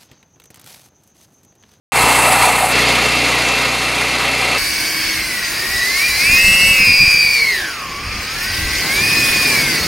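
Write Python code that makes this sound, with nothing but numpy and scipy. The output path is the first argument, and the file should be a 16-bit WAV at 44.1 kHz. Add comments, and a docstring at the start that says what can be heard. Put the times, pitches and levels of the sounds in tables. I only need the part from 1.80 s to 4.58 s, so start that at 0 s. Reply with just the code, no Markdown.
"""After a moment of silence a droning, roaring engine fades in, coloured in the low middle and top, then plainer.
It is the small single-cylinder four-stroke petrol engine of a floor saw at steady speed in a bare concrete hall.
Exhaust: sine orders of the firing rate. Roar of fan, valves and hall echo: patchy noise beating with the engine.
Steel blade and guard: noise through narrow resonances. Knocks: single low pushes.
A hollow resonance near 770 Hz, noise of uneven random level, is heard until the colour switches."""
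import sys
import numpy as np
from scipy import signal
from scipy.fft import rfft, irfft, next_fast_len
from scipy.io import wavfile

SR = 44100
rng = np.random.default_rng(int(sys.argv[2]) if len(sys.argv) > 2 else 0)


def level_to_linear(level):
    """Convert decibel levels to linear amplitude factors, elementwise."""
    exponent = np.asarray(level, float) / 20
    return 10 ** exponent


def master(y):
    """Save y as 16-bit WAV."""
    cut = np.clip(np.atleast_2d(y).T, -1, 1)
    pcm = np.round(cut * 32767)  # scale
    wavfile.write(sys.argv[1], SR, pcm.astype(np.int16))


N = 122598
FIRING_HZ, A_FIRING_S = 30.1, .2382


def in_time(rows):
    """Columns joined by straight lines in time."""
    s, *columns = np.transpose(rows)
    return [np.interp(np.arange(N) / SR, s, c) for c in columns]


def rms_one(x):
    """Scaled to rms 1."""
    return x / np.sqrt(np.mean(x ** 2) + 1e-20)


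def colour(x, points):
    """Filter by a (pitch_hz, gain_db) table, straight lines over log pitch."""
    hz = np.maximum(np.arange(N // 2 + 1) * SR / N, 1)
    p = np.array(points)
    gain_db = np.interp(np.log(hz), np.log(p[:, 0]), p[:, 1])
    return irfft(rfft(x) * level_to_linear(gain_db), N)


def band(x, low_hz, high_hz):
    """Band-pass."""
    return signal.sosfilt(signal.butter(2, [low_hz, high_hz], "band", fs=SR, output="sos"), x)


def drift(rate_hz):
    """Slow random wander of rms 1: noise through two equal low-pass poles, every 40 samples."""
    r = np.exp(-2 * np.pi * rate_hz * 40 / SR)
    noise = rng.standard_normal(N // 40 + 2002)
    slow = signal.lfilter([1], [1, -2 * r, r * r], noise)[2000:]
    return np.interp(np.arange(N) / 40, np.arange(len(slow)), rms_one(slow - slow.mean()))


STEEL_EVENNESS = .35


def sung(hz, width_hz):
    """Noise through a narrow resonance, its random level partly evened if under 30 Hz wide; rms 1."""
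    r = np.exp(-np.pi * width_hz / SR)
    noise = rng.standard_normal(N + 8000)
    poles = [1, -2 * r * np.cos(2 * np.pi * hz / SR), r * r]
    rung = rms_one(signal.lfilter([1, 0, -1], poles, noise)[8000:])  # settled part
    envelope = np.abs(signal.hilbert(rung, next_fast_len(N))[:N])
    evenness = STEEL_EVENNESS * (width_hz < 30)
    return rms_one(rung / (envelope + .2) ** evenness)


# uneven, chance-like level of the hollow resonance, before trim: time_s, level_db
HOLLOW_LEVEL = [(0.13, -16), (0.14, -10.5), (0.244, -23), (0.28, -12.5), (0.346, -29), (0.4, -8),
                (0.414, -40), (0.462, -17), (0.478, -12), (0.524, -13), (0.562, -9.5), (0.582, -18.5),
                (0.696, -12.5), (0.72, -20), (0.748, -11.5), (0.786, -24), (0.842, -11), (0.93, -28)]
HOLLOW_HZ, HOLLOW_WIDTH_HZ, HOLLOW_TRIM_DB = 770, 85, -3.5


def hollow_resonance():
    """Noise through one resonance, at an uneven level."""
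    level_db, = in_time(HOLLOW_LEVEL)
    return level_to_linear(level_db + HOLLOW_TRIM_DB) * sung(HOLLOW_HZ, HOLLOW_WIDTH_HZ)


TICKS_PER_S, TICK_SPREAD_DB, TICK_POWER_SHARE = 3000, 3.5, 0.079


def clatter():
    """Air noise mixed with dense ticks of loose metal: random signs and sizes, white, rms about 1."""
    size_db = TICK_SPREAD_DB * np.minimum(rng.exponential(1, N), 5)
    sizes = level_to_linear(size_db) * rng.choice([-1, 1], N)
    ticks = rms_one(sizes * (rng.random(N) < TICKS_PER_S / SR))
    air = rng.standard_normal(N)
    return np.sqrt(1 - TICK_POWER_SHARE) * air + np.sqrt(TICK_POWER_SHARE) * ticks


# roar spectrum, relative: pitch_hz, density_db (per Hz)
ROAR_SPECTRUM = [(52, -37), (88, -21), (125, -11), (192, -12), (284, -4.5), (345, -10.5), (458, -3),
                 (499, -2), (620, -4.5), (770, -0.5), (840, -6), (1240, -2.5), (1350, -5), (1680, -7.5),
                 (2090, 0.5), (2280, -0.5), (2650, -9), (2890, -6.5), (4180, -8.5), (5540, -15),
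                 (6450, -13.5), (8190, -19), (9330, -16), (11600, -23), (15700, -37)]
PATCHY_DB, SHARED_PATCH = 0.67, .9
# beat depths 0-1, full in patches starting above BEAT_FULL_HZ
BEAT_FULL_HZ, BEAT_FIRING, BEAT_TURN = 3140, 0.13, 0.099


def roar(cycle_rad):
    """Noise in half-octave patches of wandering level; beats per firing and per turn, most in the treble."""
    bins = rfft(colour(clatter(), ROAR_SPECTRUM))
    hz = np.arange(len(bins)) * SR / N
    edges_hz = 30 * 2 ** np.arange(0, 9.6, .5)
    shared = drift(18.0)
    # two turns per firing
    beat = BEAT_FIRING * np.cos(cycle_rad - 4.3) + BEAT_TURN * np.cos(2 * cycle_rad - 1.7)
    out = 0
    for low, high in zip(edges_hz, edges_hz[1:]):
        patch = irfft(bins * ((hz >= low) & (hz < high)), N)
        wander_db = PATCHY_DB * (SHARED_PATCH * shared + drift(7.4))
        out = out + patch * level_to_linear(wander_db) * (1 + beat * min(1, low / BEAT_FULL_HZ))
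    return rms_one(out)


# low pops among the firings, before the microphone: centre_s, peak_db
KNOCK_TIMES = [(.2385, -23), (.388, -28), (.621, -25), (.755, -34), (0.806, -33)]
KNOCK_WIDTH_S = 0.0028  # centre to peak


def knocks():
    """Single N-shaped low pushes: slope of a Gaussian, peak 1 before level."""
    t = np.arange(N) / SR
    out = 0
    for centre_s, peak_db in KNOCK_TIMES:
        u = (t - centre_s) / KNOCK_WIDTH_S
        out = out + level_to_linear(peak_db) * u * np.exp(.5 - .5 * u ** 2)
    return out


# modes of blade and guard: pitch_hz
MODE_HZ = [785, 968, 1263, 2030, 2149, 2405, 2445, 2661, 2690, 2731, 3680, 4070, 4190, 4350, 4870]
# the same modes, level against the run level: width_hz, level_db
MODES = [(26, -24.5), (20, -19), (37.8, -16.5), (68, -14.5), (12.3, -11), (12.3, -12.5), (13, -12.5),
         (6.76, -7.5), (9, -14), (8.1, -13), (90, -19), (50, -17), (70, -26), (90, -13), (70, -15.5)]


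def steel():
    """Each mode of blade and guard sings as noise through its resonance."""
    return sum(level_to_linear(level_db) * sung(pitch_hz, width_hz)
               for pitch_hz, (width_hz, level_db) in zip(MODE_HZ, MODES))


# exhaust orders, relative: firing_multiple, level_db
EXHAUST_ORDERS = [(1, -33), (2, 3.5), (3, -58), (4, 2.5), (5, -3), (6, -4), (7, -5.5), (8, -2), (9, -0.5),
                  (10, -4.5), (11, -4), (12, -6), (13, -15), (14, -1)]
# drone level, before trim: time_s, level_db
DRONE_LEVEL = [(0.17, -29), (0.25, -25), (0.26, -29.5), (0.59, -30), (0.62, -31), (0.65, -30.5),
               (0.92, -32.5), (0.96, -29), (1.9, -34), (2.75, -34.5)]
DRONE_TRIM_DB = -2
IN_STEP_UP_TO, PULSE_SPREAD_RAD, PULSE_TILT_RAD = 8, .5, -.35
FULL_WAVER_ORDER, WAVER_DB, WAVER_RAD = 9, 2.2, .75


def exhaust(cycle_rad):
    """Sine orders of the firing pulse; higher ones fall out of step and waver more in level and phase."""
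    out = 0
    for order, order_db in EXHAUST_ORDERS:
        k = round(order)
        loose = min(1, (k / FULL_WAVER_ORDER) ** 2)
        level_db = order_db + loose * WAVER_DB * drift(10.4)
        lag_rad = PULSE_SPREAD_RAD * max(0, k - IN_STEP_UP_TO) ** 2
        waver_rad = loose * WAVER_RAD * drift(1.9)
        out = out + level_to_linear(level_db) * np.sin(k * cycle_rad - lag_rad + PULSE_TILT_RAD + waver_rad)
    drone_db, = in_time(DRONE_LEVEL)
    return level_to_linear(DRONE_TRIM_DB + drone_db) * out


# run level, shared by roar and steel: time_s, level_db
RUN_LEVEL = [(0.17, -15.5), (0.24, -14.5), (0.49, -15.5), (0.5, -18.5), (0.52, -14), (0.58, -17),
             (0.63, -13.5), (0.71, -17.5), (0.89, -19.5), (0.93, -15.5), (1.14, -15), (1.35, -17.5),
             (1.88, -18.5), (1.91, -19.5), (2.76, -19), (2.78, -19.5)]
ROAR_TRIM_DB = 1


def scene():
    """The machine as it reaches the microphone, the same in both channels."""
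    run_db, = in_time(RUN_LEVEL)
    cycle_rad = 2 * np.pi * FIRING_HZ * (np.arange(N) / SR - A_FIRING_S)
    noisy = level_to_linear(run_db) * (level_to_linear(ROAR_TRIM_DB) * roar(cycle_rad) + steel())
    mono = noisy + knocks() + exhaust(cycle_rad)
    return np.array([mono, mono])


# first microphone colour: pitch_hz, gain_db
EARLY_COLOUR = [(50, -3), (150, 0), (350, -3), (500, 0.5), (760, 3.5), (900, 7.5), (1150, 4), (1500, 2),
                (2000, 0), (2700, -1), (3600, -3), (4600, -3), (5600, -3.5), (6500, 0), (7200, 2),
                (7900, 10.5), (8500, 7), (9500, 7.5), (10600, 9), (12000, 7.5), (14000, 8.5), (16000, 8)]
# gain of the low middle in that colour: time_s, gain_db
LOW_MIDDLE_GAIN = [(.15, -1.5), (.3, 1), (.42, -2), (.55, -0.5), (.69, 2), (.71, -1.5), (.82, 1), (.848, 1),
                   (.87, -6), (.93, -1)]
LOW_MIDDLE_HZ = 594, 1360
# gain of the treble in that colour: time_s, gain_db
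TREBLE_GAIN = [(.15, -1.5), (.5, 0.5), (.7, -1), (.85, 1), (.93, -0.5)]
TREBLE_HZ = 6460, 16000


def first_colour(x):
    """Microphone favouring low middle and top, both bands moving in level."""
    first = colour(x, EARLY_COLOUR)
    middle_db, = in_time(LOW_MIDDLE_GAIN)
    first = first + (level_to_linear(middle_db) - 1) * band(first, *LOW_MIDDLE_HZ)
    treble_db, = in_time(TREBLE_GAIN)
    return first + (level_to_linear(treble_db) - 1) * band(first, *TREBLE_HZ)


def low_pass(x):
    """Removes everything above the highest recorded frequency."""
    return signal.sosfilt(signal.butter(12, 16570, fs=SR, output="sos"), x)


SWITCH_S, SWITCH_LENGTH_S = 0.923, 0.018
START_S, START_DB, FADE_S = .12, -9, 0.048
PASS_HZ = 42, 15740


def record(dry):
    """One microphone: first colour, crossfade to plain, rounded peaks, fade-in, both spectrum ends cut."""
    t = np.arange(N) / SR
    first = first_colour(dry[0]) + hollow_resonance()
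    later = np.clip((t - SWITCH_S) / SWITCH_LENGTH_S + .5, 0, 1)
    x = (1 - later) * first + later * dry[0]
    x = 1.33 * np.tanh(x / 1.253)
    rise = np.clip((t - START_S) / FADE_S, 0, 1)
    x = x * (t >= START_S) * (level_to_linear(START_DB) + (1 - level_to_linear(START_DB)) * rise)
    x = signal.sosfilt(signal.ellip(14, .5, 80, PASS_HZ[1], fs=SR, output="sos"), x)
    x = signal.sosfilt(signal.butter(2, PASS_HZ[0], "high", fs=SR, output="sos"), x)
    return low_pass(np.array([x, x]))


dry = scene()
out = record(dry)
master(out)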